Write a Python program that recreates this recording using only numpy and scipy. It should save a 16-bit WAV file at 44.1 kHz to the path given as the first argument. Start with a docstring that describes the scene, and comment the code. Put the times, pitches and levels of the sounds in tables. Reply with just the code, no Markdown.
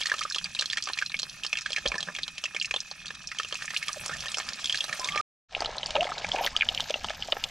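"""Eggs frying over a gas burner.

Boiled eggs fry in oil in a steel pan inside a tent: steam bubbles ring and tear as they burst and spit, over
a sizzle of shaped noise. First heard from a step away, with echoes and the burner jet's narrow hiss; after a
short silence, from right above the pan, where large bubbles gurgle as gliding tones."""
import sys
import numpy as np
from scipy import signal
from scipy.fft import rfft, irfft
from scipy.io import wavfile
from scipy.ndimage import uniform_filter1d

SR = 44100
rng = np.random.default_rng(int(sys.argv[2]) if len(sys.argv) > 2 else 0)


def generate_wav(sig):
    """Save sig (samples, or channels by samples) to the path in sys.argv[1] as 16-bit PCM at SR."""
    pcm = np.round(np.clip(np.atleast_2d(sig).T, -1, 1) * 32767).astype(np.int16)
    wavfile.write(sys.argv[1], SR, pcm)


N = 330750

# (peak time [s], peak level [dB], pitch [Hz], thud level [dB], spit level [dB])
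POPS = [(0.0149, -19, 3290, None, -35), (0.0257, -25, 2260, None, -38), (0.058, -18.5, 1910, None, -23.5),
        (0.0697, -15, 4230, None, -31), (0.098, -21.5, 1920, None, -29), (0.118, -16.5, 1640, -35, -30),
        (0.1404, -30.5, 1320, -32, -30.5), (0.1838, -25, 3650, -43, -34), (0.192, -25, 3120, -42, -27),
        (0.21, -23, 4680, None, -41), (0.2134, -26, 1240, None, None), (0.2178, -26, 2080, -42, -33),
        (0.228, -21.5, 2980, None, -39), (0.236, -21, 5340, None, None), (0.253, -27, 1230, -38, None),
        (0.301, -18.5, 5340, None, -49), (0.3105, -29, 1600, None, None), (0.3235, -18.5, 4060, None, -35),
        (0.3472, -18, 3170, None, -27), (0.3606, -18, 4100, -35.5, -36), (0.366, -34, 1140, None, None),
        (0.3843, -17, 3270, -47, -29.5), (0.4434, -16.5, 4620, None, -31), (0.458, -25.5, 2460, None, -41),
        (0.5502, -18.5, 3800, -42, -33.5), (0.5664, -27, 2570, None, None), (0.5909, -14.5, 3000, -46, -28),
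        (0.595, -13.5, 4170, -43, -39), (0.611, -18, 3800, -38, -26.5), (0.6236, -25.5, 1590, -43, -27.5),
        (0.6586, -17.5, 4220, None, -36.5), (0.701, -18.5, 3330, None, -33), (0.727, -28, 3960, None, -33),
        (0.732, -28, 1950, None, -26.5), (0.772, -19, 3050, None, -27), (0.774, -18, 1900, -47, -36),
        (0.7826, -24, 2280, -45, -29.5), (0.825, -19.5, 4730, None, -36), (0.839, -22, 5500, None, -39),
        (0.873, -30, 1160, -41, -33), (0.8875, -28, 1490, -37, -30), (0.9004, -33, 1025, -30, -38),
        (0.9345, -16, 4030, None, -43), (0.976, -25.5, 1940, -55, -32), (0.9884, -18.5, 2450, None, -25.5),
        (1.016, -31, 1520, -48, -33), (1.0242, -18, 1550, -41, -32), (1.0625, -20, 4140, None, -40),
        (1.0975, -25.5, 3950, None, -51), (1.119, -30, 2200, None, -36), (1.1438, -16, 2250, -38, -42),
        (1.191, -25, 2680, None, -27.5), (1.197, -18, 4050, -42, -29), (1.2318, -17.5, 4100, -39, -36),
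        (1.4361, -18.5, 3100, None, -32), (1.4491, -21.5, 2990, -37, -29), (1.4654, -17, 4500, None, -37),
        (1.53, -13.5, 2570, -38, -28), (1.5724, -20.5, 2660, -49, -31), (1.587, -25, 2530, None, -30),
        (1.619, -27, 5060, None, -39), (1.661, -22.5, 1570, -48, -31), (1.705, -29, 2950, -39, -33.5),
        (1.721, -19, 4180, -47, -36), (1.731, -17.5, 3260, -50, -29), (1.7635, -16.5, 2310, -51, -28),
        (1.771, -20, 2550, None, -41), (1.7826, -30, 1700, -38.5, -33), (1.8583, -31, 533, -29, -29.5),
        (1.8614, -14.5, 3150, -43, -47), (1.876, -15, 4050, None, -38), (1.8837, -18.5, 5560, None, None),
        (1.9188, -21.5, 2350, -29.5, -37), (1.9429, -32, 1730, -30, -44), (1.955, -30.5, 995, -31, -34),
        (1.982, -21.5, 5530, -50, -46), (2.0064, -20, 4100, -42, -32), (2.0286, -21, 3190, -40.5, -29.5),
        (2.0755, -37, 1520, -43, -40), (2.0867, -26.5, 1600, -29.5, None), (2.0994, -48, 1430, -38.5, -59),
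        (2.1506, -25, 2380, None, -33), (2.164, -23, 3320, None, -35), (2.187, -25, 2020, -37.5, -32),
        (2.2336, -15, 3800, None, -43), (2.28, -26, 2970, -37.5, -32.5), (2.381, -26, 2630, -47, -30.5),
        (2.44, -19.5, 5470, -34, None), (2.4401, -19.5, 2970, None, None), (2.4567, -19, 2600, -52, -32),
        (2.548, -23.5, 3060, -32.5, -35), (2.565, -19, 2400, -40, -31), (2.6, -18, 4280, None, -49),
        (2.6145, -14, 2980, None, -36), (2.626, -23, 5570, None, -51), (2.647, -20, 2650, None, -34),
        (2.657, -22, 5200, None, -37), (2.7109, -17, 2480, -35.5, -29.5), (2.741, -17.5, 3120, -29, -30.5),
        (2.763, -15.5, 3550, -36, -35), (2.8043, -19, 5000, None, None), (2.914, -22.5, 4360, -42.5, -51),
        (3.0582, -31, 3230, None, -34.5), (3.068, -24.5, 4370, None, -45), (3.082, -23.5, 3770, None, -42),
        (3.1058, -32, 1650, -42, -37), (3.2736, -21, 5600, None, None), (3.3173, -23.5, 1980, -53, -35.5),
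        (3.387, -20, 3080, -54, -28.5), (3.3995, -24.5, 1316, -37, -26.5), (3.433, -24, 3070, None, -35.5),
        (3.448, -22, 2770, -43, -36), (3.5255, -22, 3140, -33, -33), (3.544, -23.5, 5200, -38, None),
        (3.5552, -23, 2570, None, -34), (3.623, -26.5, 1860, -44, -31.5), (3.706, -24, 1980, -44, -33),
        (3.7442, -24.5, 2020, -50, -31.5), (3.765, -14, 2880, None, -46), (3.773, -19.5, 4080, -49, -30),
        (3.828, -23.5, 2140, None, -34), (3.883, -21.5, 3050, None, -25), (3.8913, -30, 1170, None, None),
        (3.9304, -21.5, 5920, None, None), (4.0608, -34, 5600, -35.5, -25), (4.0816, -22, 5600, -53, None),
        (4.096, -32, 1350, -30.5, -37), (4.259, -24, 3130, -42.5, -36), (4.284, -20.5, 3700, None, -42),
        (4.318, -29, 4430, None, -30.5), (4.345, -17, 2970, -47, -29), (4.372, -19.5, 5450, -33, -48),
        (4.3845, -16, 5650, -29, -35), (4.401, -24, 2110, -30.5, -33), (4.489, -29, 2400, -51, -27),
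        (4.644, -21.5, 3370, -36, -30), (4.6576, -18, 3400, None, -28), (4.697, -15, 3120, None, -29.5),
        (4.706, -25.5, 3020, None, -32), (4.7257, -16.5, 3260, None, -29.5), (4.7454, -24, 1700, -41, -26),
        (4.756, -21.5, 3800, -59, -29), (4.7747, -18, 4560, None, -44), (4.807, -16.5, 3330, None, -31),
        (4.8417, -18.5, 3860, -33.5, -30.5), (4.895, -29, 2360, -37.5, -34),
        (4.9283, -22, 1840, None, -26.5), (4.9967, -21.5, 5320, -41.5, None),
        (5.045, -18.5, 3600, -49, -26.5), (5.058, -24.5, 3960, -37, None), (5.075, -22, 4560, -39, -35),
        (5.088, -20, 2110, -50, -29), (5.122, -21.5, 3200, -44, -43), (5.159, -41, 1225, -26.5, -27.5),
        (5.1766, -17, 2320, -52, -30), (5.55, -12, 2690, -47, None), (5.5679, -26.5, 690, None, None),
        (5.606, -18.5, 4730, -27.5, -36), (5.622, -22.5, 685, -29, -34), (5.6478, -22.5, 3040, -35, -37),
        (5.6592, -16, 4080, -33.5, -42), (5.783, -18.5, 3980, -38, None), (5.832, -18.5, 3060, None, -44),
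        (5.8608, -17.5, 4760, None, None), (5.907, -21.5, 2990, -37, -30), (5.955, -17, 2900, -27.5, None),
        (5.9629, -15.5, 870, -46, -35.5), (5.966, -16.5, 2580, -39, -51), (6.0089, -13, 2770, -43, -42),
        (6.0302, -27, 1040, -40, -32), (6.044, -21, 3300, -36, -43), (6.0552, -24.5, 603, -46, -40),
        (6.07, -25.5, 2050, -34, -52), (6.0766, -25.5, 800, -42, -42), (6.091, -24.5, 1110, -33, None),
        (6.12, -19.5, 1210, -33, None), (6.182, -22.5, 3910, -33, -50), (6.2461, -18.5, 2350, -25, -37),
        (6.2896, -33, 3340, None, -29), (6.318, -14, 3260, None, -44), (6.3486, -17.5, 677, -48, -41),
        (6.362, -19, 2500, -34, -47), (6.387, -21, 2520, -36, None), (6.4385, -24, 3020, None, -41),
        (6.447, -17.5, 3100, -46, -38), (6.464, -17, 3200, -26.5, -23.5), (6.4737, -16.5, 1900, -46, -31),
        (6.5652, -11, 3080, -34, -25), (6.6102, -8, 2460, None, None), (6.622, -10.5, 2420, None, None),
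        (6.689, -11, 3090, -38, -37), (6.748, -24, 2940, -44, -26.5), (6.7769, -14, 2980, None, None),
        (6.799, -26, 3060, -29.5, -36), (6.8053, -15.5, 3210, -42, -25.5), (6.8972, -27, 2420, -37, -29.5),
        (6.9059, -21, 568, None, -41), (6.907, -21, 3060, None, -28), (6.9421, -15.5, 2770, -29, -43),
        (6.959, -27, 625, None, None), (7.0451, -22, 3120, -25, -34), (7.0862, -23, 2900, -34, -41),
        (7.0974, -22.5, 3160, -39, -30), (7.1049, -21.5, 628, -25, -37), (7.225, -18.5, 2960, -49, None),
        (7.2873, -27, 690, None, -55), (7.323, -11, 2975, -34, None), (7.3276, -22.5, 610, -26.5, -48),
        (7.3691, -26, 730, -27, -55), (7.44, -14.5, 2910, None, -26), (7.4392, -19.5, 5100, None, None)]
# Small spits of oil between the bubbles: (start time [s], peak level [dB], centre [Hz])
SPITS = [(0.0334, -20.5, 4000), (0.7104, -20.5, 4130), (0.8556, -22, 4570), (1.1666, -26, 4060),
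         (1.2184, -26, 5030), (1.2955, -26, 4270), (1.554, -23, 2550), (1.6092, -25, 5180),
         (2.3742, -33, 2780), (3.485, -31, 5500), (3.6152, -35.5, 1850), (3.6552, -25.5, 5900),
         (3.6787, -22, 2010), (4.125, -32, 1880), (4.1929, -29.5, 3220), (4.205, -23, 4500),
         (4.533, -20.5, 4700), (4.6725, -21, 3340), (4.7835, -28, 3200), (5.148, -23.5, 2480),
         (7.2464, -34.5, 5200), (7.2736, -31.5, 5950)]
# Short metal clinks, steam whistles, and large bubbles that ring and bend:
# (start time [s], length [s], first pitch [Hz], last pitch [Hz], first level [dB], last level [dB])
TONES = [(1.95, 0.027, 1000, 985, -40, -56), (1.979, 0.022, 1770, 1790, -30, -50),
         (3.959, 0.018, 800, 500, -41, -47), (4.108, 0.019, 1280, 1530, -34, -40),
         (4.129, .016, 1600, 1880, -40, -43), (4.253, 0.022, 1410, 1907, -56, -32.5),
         (4.993, 0.015, 710, 686, -34.5, -42), (4.998, 0.058, 1055, 1000, -40, -42),
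         (5.047, 0.039, 946, 1195, -47, -40), (5.096, 0.099, 1126, 1220, -47.5, -36.5),
         (5.186, 0.023, 1173, 1280, -43.5, -29), (5.951, 0.017, 764, 473, -24.5, -28),
         (5.967, .072, 476, 762, -32.5, -25), (6.091, 0.022, 630, 765, -42, -32),
         (6.336, 0.014, 775, 695, -33, -24), (6.36, 0.046, 608, 1020, -45, -34),
         (6.409, 0.019, 683, 875, -23, -40), (6.525, 0.036, 940, 1256, -54, -34)]
# Soft low knocks as a bowl is handled close by:
# (peak time [s], peak level [dB], pitch [Hz], rise time before a 3 % shortening [ms])
KNOCKS = [(1.863, -24, 189, 0.51), (1.888, -36, 46.6, 22), (1.948, -43, 187, 6.6), (2.082, -44, 174, 18)]
# Spectra of sizzle, high treble noise (afar, then from above) and gurgle: (frequency [Hz], density [dB per Hz])
SIZZLE = [(500, -35.5), (1280, 1), (2230, 2.5), (2520, 11), (6120, 10.5), (9000, -4.5), (11700, -52),
          (19800, -120)]
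TREBLE_AFAR = [(6000, -20), (8000, -5.5), (11000, -8), (13000, -20.5), (16000, -27.5)]
TREBLE_NEAR = [(7000, -30), (9500, -8), (11000, -8.5), (12500, 2.5), (14500, -11), (16000, -17.5)]
GURGLE = [(330, -25.5), (430, -22), (530, -2.5), (700, 2.5), (1200, -14), (2200, -10), (7000, -34.5),
          (12000, -84.5)]
# Spectra of flame and air, a list afar and a list near: (frequency [Hz], density [dB per Hz])
RUMBLE = [(12, -27), (20, -3.5), (44, 0), (114, -4), (160, 3), (380, -15), (880, -120)], [(12, -32),
          (20, -3.5), (242, -17), (400, -37), (880, -120)]
# Burner jet bands, afar only: (centre [Hz], width [Hz], level [dB rms])
JET = [(2530, 220, -52), (5850, 300, -61)]
# Left-right likeness, a list afar and a list near: (frequency [Hz], likeness [0-1])
LIKENESS = [(60, 1), (350, .8), (4000, .9), (11500, .2)], [(4500, 1), (13000, .2)]
# Lateness of the left channel from afar: (frequency [Hz], phase lag [rad])
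LAG = [(300, 0), (1400, .19), (3400, .68), (5500, .37), (11000, 0)]
# Levels of the noises afar and then from above; the high treble noise comes and goes:
# (time [s], sizzle level [dB], high treble level [dB], gurgle level [dB])
LEVELS_AFAR = [(0.0, -40.5, -54, -69), (0.19, -45.5, -52, -62), (0.36, -48, -60.5, -74),
               (0.86, -47.5, -57, -73), (1.43, -51, -58, -66.5), (1.78, -45.5, -63, -72),
               (1.89, -48, -60.5, -50.5), (2.27, -50.5, -61, -72), (2.67, -51, -59.5, -71),
               (2.99, -49.5, -64.5, -68.5), (3.3, -50.5, -64.5, -70.5), (3.58, -45, -56, -74),
               (3.9, -44, -48.5, -62.5), (4.19, -42.5, -51, -52), (4.65, -43, -55.5, -61.5),
               (5.0, -42, -48, -52)]
LEVELS_NEAR = [(5.72, -46.5, -96, -42), (6.1, -45, -76, -48.5), (6.33, -41.5, -78, -41.5),
               (6.46, -43.5, -44, -37), (6.52, -45, -78, -54), (6.75, -44.5, -58, -45.5),
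               (7.1, -45.5, -68, -52.5), (7.5, -47.5, -58, -50.5)]
SIZZLE_COLUMN, TREBLE_COLUMN, GURGLE_COLUMN = 1, 2, 3

CUT_S, BACK_S, FULL_S = 5.213, 5.485, 5.56  # sound stops, fades in again, is full
EDGE_HZ = 15900  # upper band limit
RISE_S, POP_HZ = 0.001318, 2970  # swelling time of a middling bubble from afar, and its pitch
LOW_LONGER = .5  # low bubbles take longer (power of pitch)
NEAR_QUICKER = 0.806  # factor on the swelling time from above
AFTER_DB, AFTER_S = -9.5, 0.0064  # follower: strongest level re the pop, middling delay
BEND = 0.74  # a glide is quickest at its start (power of time)
SPUTTER, GRIT = .35, 0.19  # waver of a tone's level, share of rough noise in it
DULL_DB, DULL_HZ = 4, 3300  # from above the sizzle loses this much per octave over this pitch
RUMBLE_AFAR_DB, RUMBLE_NEAR_DB = -55, -52  # at the usual gurgle level
RUMBLE_FOLLOWS, GURGLE_USUAL_DB = 0.29, -56  # rumble rises by this share of the gurgle's dB above usual


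def gain_of(db):
    """Logarithmic level: 20 dB is a tenfold amplitude."""
    return 10 ** (np.asarray(db) / 20)


def evened(x):
    """Power normalisation to rms 1."""
    return x / np.sqrt(np.mean(x ** 2) + 1e-20)


def read(points, hz):
    """Interpolation of a table on a logarithmic frequency axis."""
    f, value = np.transpose(points)
    return np.interp(np.log(hz + 1), np.log(f + 1), value)


def noise_level(column, t):
    """Linear interpolation in time of one noise level in dB."""
    rows = np.array(LEVELS_AFAR + LEVELS_NEAR)
    return np.interp(t, rows[:, 0], rows[:, column])


def add(mix, s, sound):
    """Superposition: the sound adds to the mix from second s."""
    part = mix[max(round(s * SR), 0):][:len(sound)]
    part += sound[:len(part)]


def band(x, lo_hz, hi_hz):
    """Band-pass filtering with gentle slopes."""
    edges = [lo_hz, min(hi_hz, SR * .45)]
    return signal.sosfilt(signal.butter(2, edges, "bandpass", fs=SR, output="sos"), x)


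def band_twice(x, lo_hz, hi_hz):
    """Cascaded band-pass filtering, for steeper slopes."""
    return band(band(x, lo_hz, hi_hz), lo_hz, hi_hz)


def swell(t, rise):
    """Impulsive envelope: a smooth rise to 1 at the time rise, then a slower fall."""
    return (t / rise * np.exp(1 - t / rise)) ** 2


def wash(afar, near, level_db, size, patchy_db, flicker_db):
    """Short-time spectral synthesis: random spectra with patches, wide flicker and partial coherence."""
    hop, hz = size // 4, np.fft.rfftfreq(size, 1 / SR)
    frames = N // hop + 5
    a, b, c, d, patches = rng.standard_normal((frames, len(hz), 5)).T
    patches = evened(uniform_filter1d(uniform_filter1d(patches, 8, 0), 12, 1))
    flicker = evened(uniform_filter1d(rng.standard_normal(frames), 3))
    far = np.arange(frames) * hop / SR < BACK_S
    # the right ear shares part of the left ear's spectrum
    same_afar, same_near = (read(points, hz)[:, None] for points in LIKENESS)
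    same = np.clip(np.where(far, same_afar, same_near), 0, 1)
    left = a + 1j * b
    right = same * left + np.sqrt(1 - same ** 2) * (c + 1j * d)
    colour_afar, colour_near = (evened(gain_of(read(points, hz)))[:, None] for points in (afar, near))
    colour = np.where(far, colour_afar, colour_near)
    spectra = np.array([left, right]) * colour * gain_of(patchy_db * patches + flicker_db * flicker)
    noise = signal.istft(spectra, nperseg=size, noverlap=size - hop)[1][:, :N]
    return evened(noise) * gain_of(level_db)


def noise_bed(t):
    """Band-shaped random noise: sizzle and gurgle, and a high treble noise that comes and goes."""
    duller = [(hz, db - DULL_DB * max(np.log2(hz / DULL_HZ), 0)) for hz, db in SIZZLE]
    bed = wash(SIZZLE, duller, noise_level(SIZZLE_COLUMN, t), size=512, patchy_db=2.5, flicker_db=3)
    bed += wash(TREBLE_AFAR, TREBLE_NEAR, noise_level(TREBLE_COLUMN, t), size=512, patchy_db=3, flicker_db=4)
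    bed += wash(GURGLE, GURGLE, noise_level(GURGLE_COLUMN, t), size=512, patchy_db=3, flicker_db=3)
    return gain_of(-2) * bed


def rumble(t):
    """Low-frequency noise of flame and air, whose level partly follows the gurgle."""
    base_db = np.where(t < CUT_S, RUMBLE_AFAR_DB, RUMBLE_NEAR_DB)
    extra_db = RUMBLE_FOLLOWS * (noise_level(GURGLE_COLUMN, t) - GURGLE_USUAL_DB)
    return wash(*RUMBLE, base_db + extra_db, size=2048, patchy_db=2.0, flicker_db=2.2)


def burner():
    """Jet noise: gas leaving the jet hisses in two narrow bands, partly alike in both ears."""
    noise = rng.standard_normal((2, N))
    noise[1] = .85 * noise[0] + .5 * noise[1]
    hiss = np.zeros((2, N))
    for hz, width, db in JET:
        hiss += gain_of(db) * evened(band_twice(noise, hz - width / 2, hz + width / 2))
    return hiss * (np.arange(N) < CUT_S * SR)


def crackle(lo_hz, hi_hz, rise, per_s, spread_db, level_db, column):
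    """Random impulse train: countless small bubbles follow a noise level, each ringing upward and tearing."""
    size = gain_of(spread_db * np.minimum(rng.exponential(1, N), 3)) * (rng.random(N) < per_s / SR)
    kind, t, out = rng.integers(0, 36, N), np.arange(1024) / SR, np.zeros(N)
    for k, hz in enumerate(np.geomspace(lo_hz, hi_hz, num=36)):
        slow, climb = rise * rng.uniform(.6, 2), rng.uniform(0, .06)
        ring = np.sqrt(2) * np.sin(2 * np.pi * hz * t * (1 + climb * t / slow))
        tear = evened(band_twice(rng.standard_normal(1024), hz / 1.8, hz * 1.5))
        snap = swell(t, slow) * (.6 * ring + tear)
        out += signal.oaconvolve(size * (kind == k), snap / np.linalg.norm(snap))[:N]
    return evened(out) * gain_of(level_db + noise_level(column, np.arange(N) / SR))


def burst(t, hz, rise, noise):
    """Bubble resonance of peak 1: a ring whose pitch climbs as the skin thins, and the tearing noise."""
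    tone = np.sin(2 * np.pi * hz * t * (1 + 1.0 * t))
    tear = evened(band_twice(noise, hz / 1.36, hz * 1.343))
    body = (tone + 0.46 * hz / POP_HZ * tear) * swell(t, rise)
    return body / abs(body).max()


def pop(s, db, hz, thud_db, spit_db, noise, chance):
    """Bubble collapse: a burst and a smaller follower; the oil around thuds and a spray of droplets spits."""
    t = np.arange(2048) / SR
    rise = RISE_S * (POP_HZ / hz) ** LOW_LONGER
    if s > CUT_S:
        rise *= NEAR_QUICKER
    late = np.maximum(t - AFTER_S * (.5 + chance[0]), 0)
    follower = burst(late, hz * 2.5 ** (chance[2] - .5), rise, noise[3])
    sound = gain_of(db) * (burst(t, hz, rise, noise[0]) + gain_of(AFTER_DB) * chance[1] * follower)
    if spit_db is not None:
        spray = evened(band(band(noise[2], 0.89 * hz, hz + 4000), 400, 6530))
        sound = sound + spray * swell(t, 1.44 * rise) * gain_of(spit_db)
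    if thud_db is not None:
        thud = evened(band(noise[1], 450, 1520))
        sound = sound + thud * swell(t, 0.0016 + 0.18 * rise) * gain_of(thud_db)
    return s - rise, sound


def echoes(x, build_s, t60, lo_hz, hi_hz):
    """Exponential reverberation: sparse taps of random sign, other ones for each ear, build up and die away."""
    taps = np.zeros((2, 8000))
    at = np.arange(0, 7960, 20) + rng.integers(0, 20, (2, 398))
    np.put_along_axis(taps, at, rng.choice([-1., 1.], at.shape), 1)
    t = np.arange(8000) / SR
    tail = band(taps * gain_of(-60 * t / t60) * np.clip(t / build_s, 0, 1), lo_hz, hi_hz)
    return signal.oaconvolve(x[None], tail / np.linalg.norm(tail[0]), axes=1)[:, :N]


def tent_echo(pan):
    """Reflection from the tent walls, much of it common to both ears."""
    tent = echoes(pan, build_s=0.0005, t60=0.041, lo_hz=430, hi_hz=14000)
    return gain_of(-5.5) * (tent + 0.54 * tent[::-1])


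def spit(s, db, hz, noise):
    """Band-limited noise burst: a short hiss around its centre."""
    t = np.arange(len(noise)) / SR
    hiss = band_twice(noise, hz / 1.33, hz * 1.41) * swell(t, 0.0013)
    return s, gain_of(db) * hiss / abs(hiss).max()


def knock(s, db, hz, ms):
    """Amplitude envelope on a sinusoid: a soft low knock, a low tone that swells and fades."""
    t, rise = np.arange(6000) / SR, ms * 0.00097
    return s - rise, gain_of(db) * swell(t, rise) * np.cos(2 * np.pi * hz * (t - rise))


def gliding_tone(s, length, first_hz, last_hz, first_db, last_db):
    """Frequency and amplitude modulation: a sputtering, unsteady tone moves from one pitch to another."""
    u = np.arange(0, length, 1 / SR) / length
    slow_noise = rng.standard_normal((2, len(u)))
    waver, wobble = (evened(signal.oaconvolve(v, np.hanning(300), "same")) for v in slow_noise)
    pitch = (first_hz + (last_hz - first_hz) * u ** BEND) * (1 + 0.017 * wobble)
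    tone = np.sqrt(2) * np.sin(2 * np.pi * np.cumsum(pitch) / SR)
    grit = evened(signal.oaconvolve(rng.standard_normal(len(u)), np.hanning(50), "same"))
    level = gain_of(first_db + (last_db - first_db) * u) * signal.windows.tukey(len(u), .3)
    return s, tone * (1 + SPUTTER * waver + GRIT * grit) * level


def bowl_echo(pan):
    """Early reflection: the steel bowl throws the pops back, alike to both ears."""
    return gain_of(-11) * echoes(pan, build_s=0.00016, t60=0.035, lo_hz=730, hi_hz=10200)[0]


def scene():
    """Superposition of direct and reflected sound: the tent's echo from afar, almost dry from above."""
    pan = crackle(1200, 6000, rise=0.0007, per_s=500, spread_db=5.5, level_db=-3, column=SIZZLE_COLUMN)
    pan = pan + crackle(600, 1300, rise=0.002, per_s=70, spread_db=1.5, level_db=-2, column=GURGLE_COLUMN)
    for row in POPS:
        add(pan, *pop(*row, rng.standard_normal((4, 2048)), rng.random(3)))
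    for row in SPITS:
        add(pan, *spit(*row, rng.standard_normal(1024)))
    for row in TONES:
        add(pan, *gliding_tone(*row))
    for row in KNOCKS:
        add(pan, *knock(*row))
    t = np.arange(N) / SR
    far = t < CUT_S
    reflected = tent_echo(pan * far) + bowl_echo(pan * ~far)
    return pan + reflected + noise_bed(t) + rumble(t) + burner()


def record(dry):
    """Interaural level and phase set the pan to the right afar; silence and a fade join the views; band limit."""
    t = np.arange(N) / SR
    far = t < CUT_S
    lag = np.exp(-1j * read(LAG, np.fft.rfftfreq(N, 1 / SR)))
    late_left = irfft(rfft(dry[0]) * lag, N)
    left = np.where(far, gain_of(-1.1) * late_left, dry[0])
    right = np.where(far, gain_of(.9), 1) * dry[1]
    fade_out = np.clip((CUT_S - t) / 0.00062, 0, 1)
    fade_in = np.clip((t - BACK_S) / (FULL_S - BACK_S), 0, 1) ** 1.17
    joined = np.array([left, right]) * (fade_out + fade_in)
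    low_pass = signal.firwin(511, EDGE_HZ, window=("kaiser", 9), fs=SR)
    return signal.oaconvolve(joined, low_pass[None], "same")


dry = scene()
out = record(dry)
generate_wav(out)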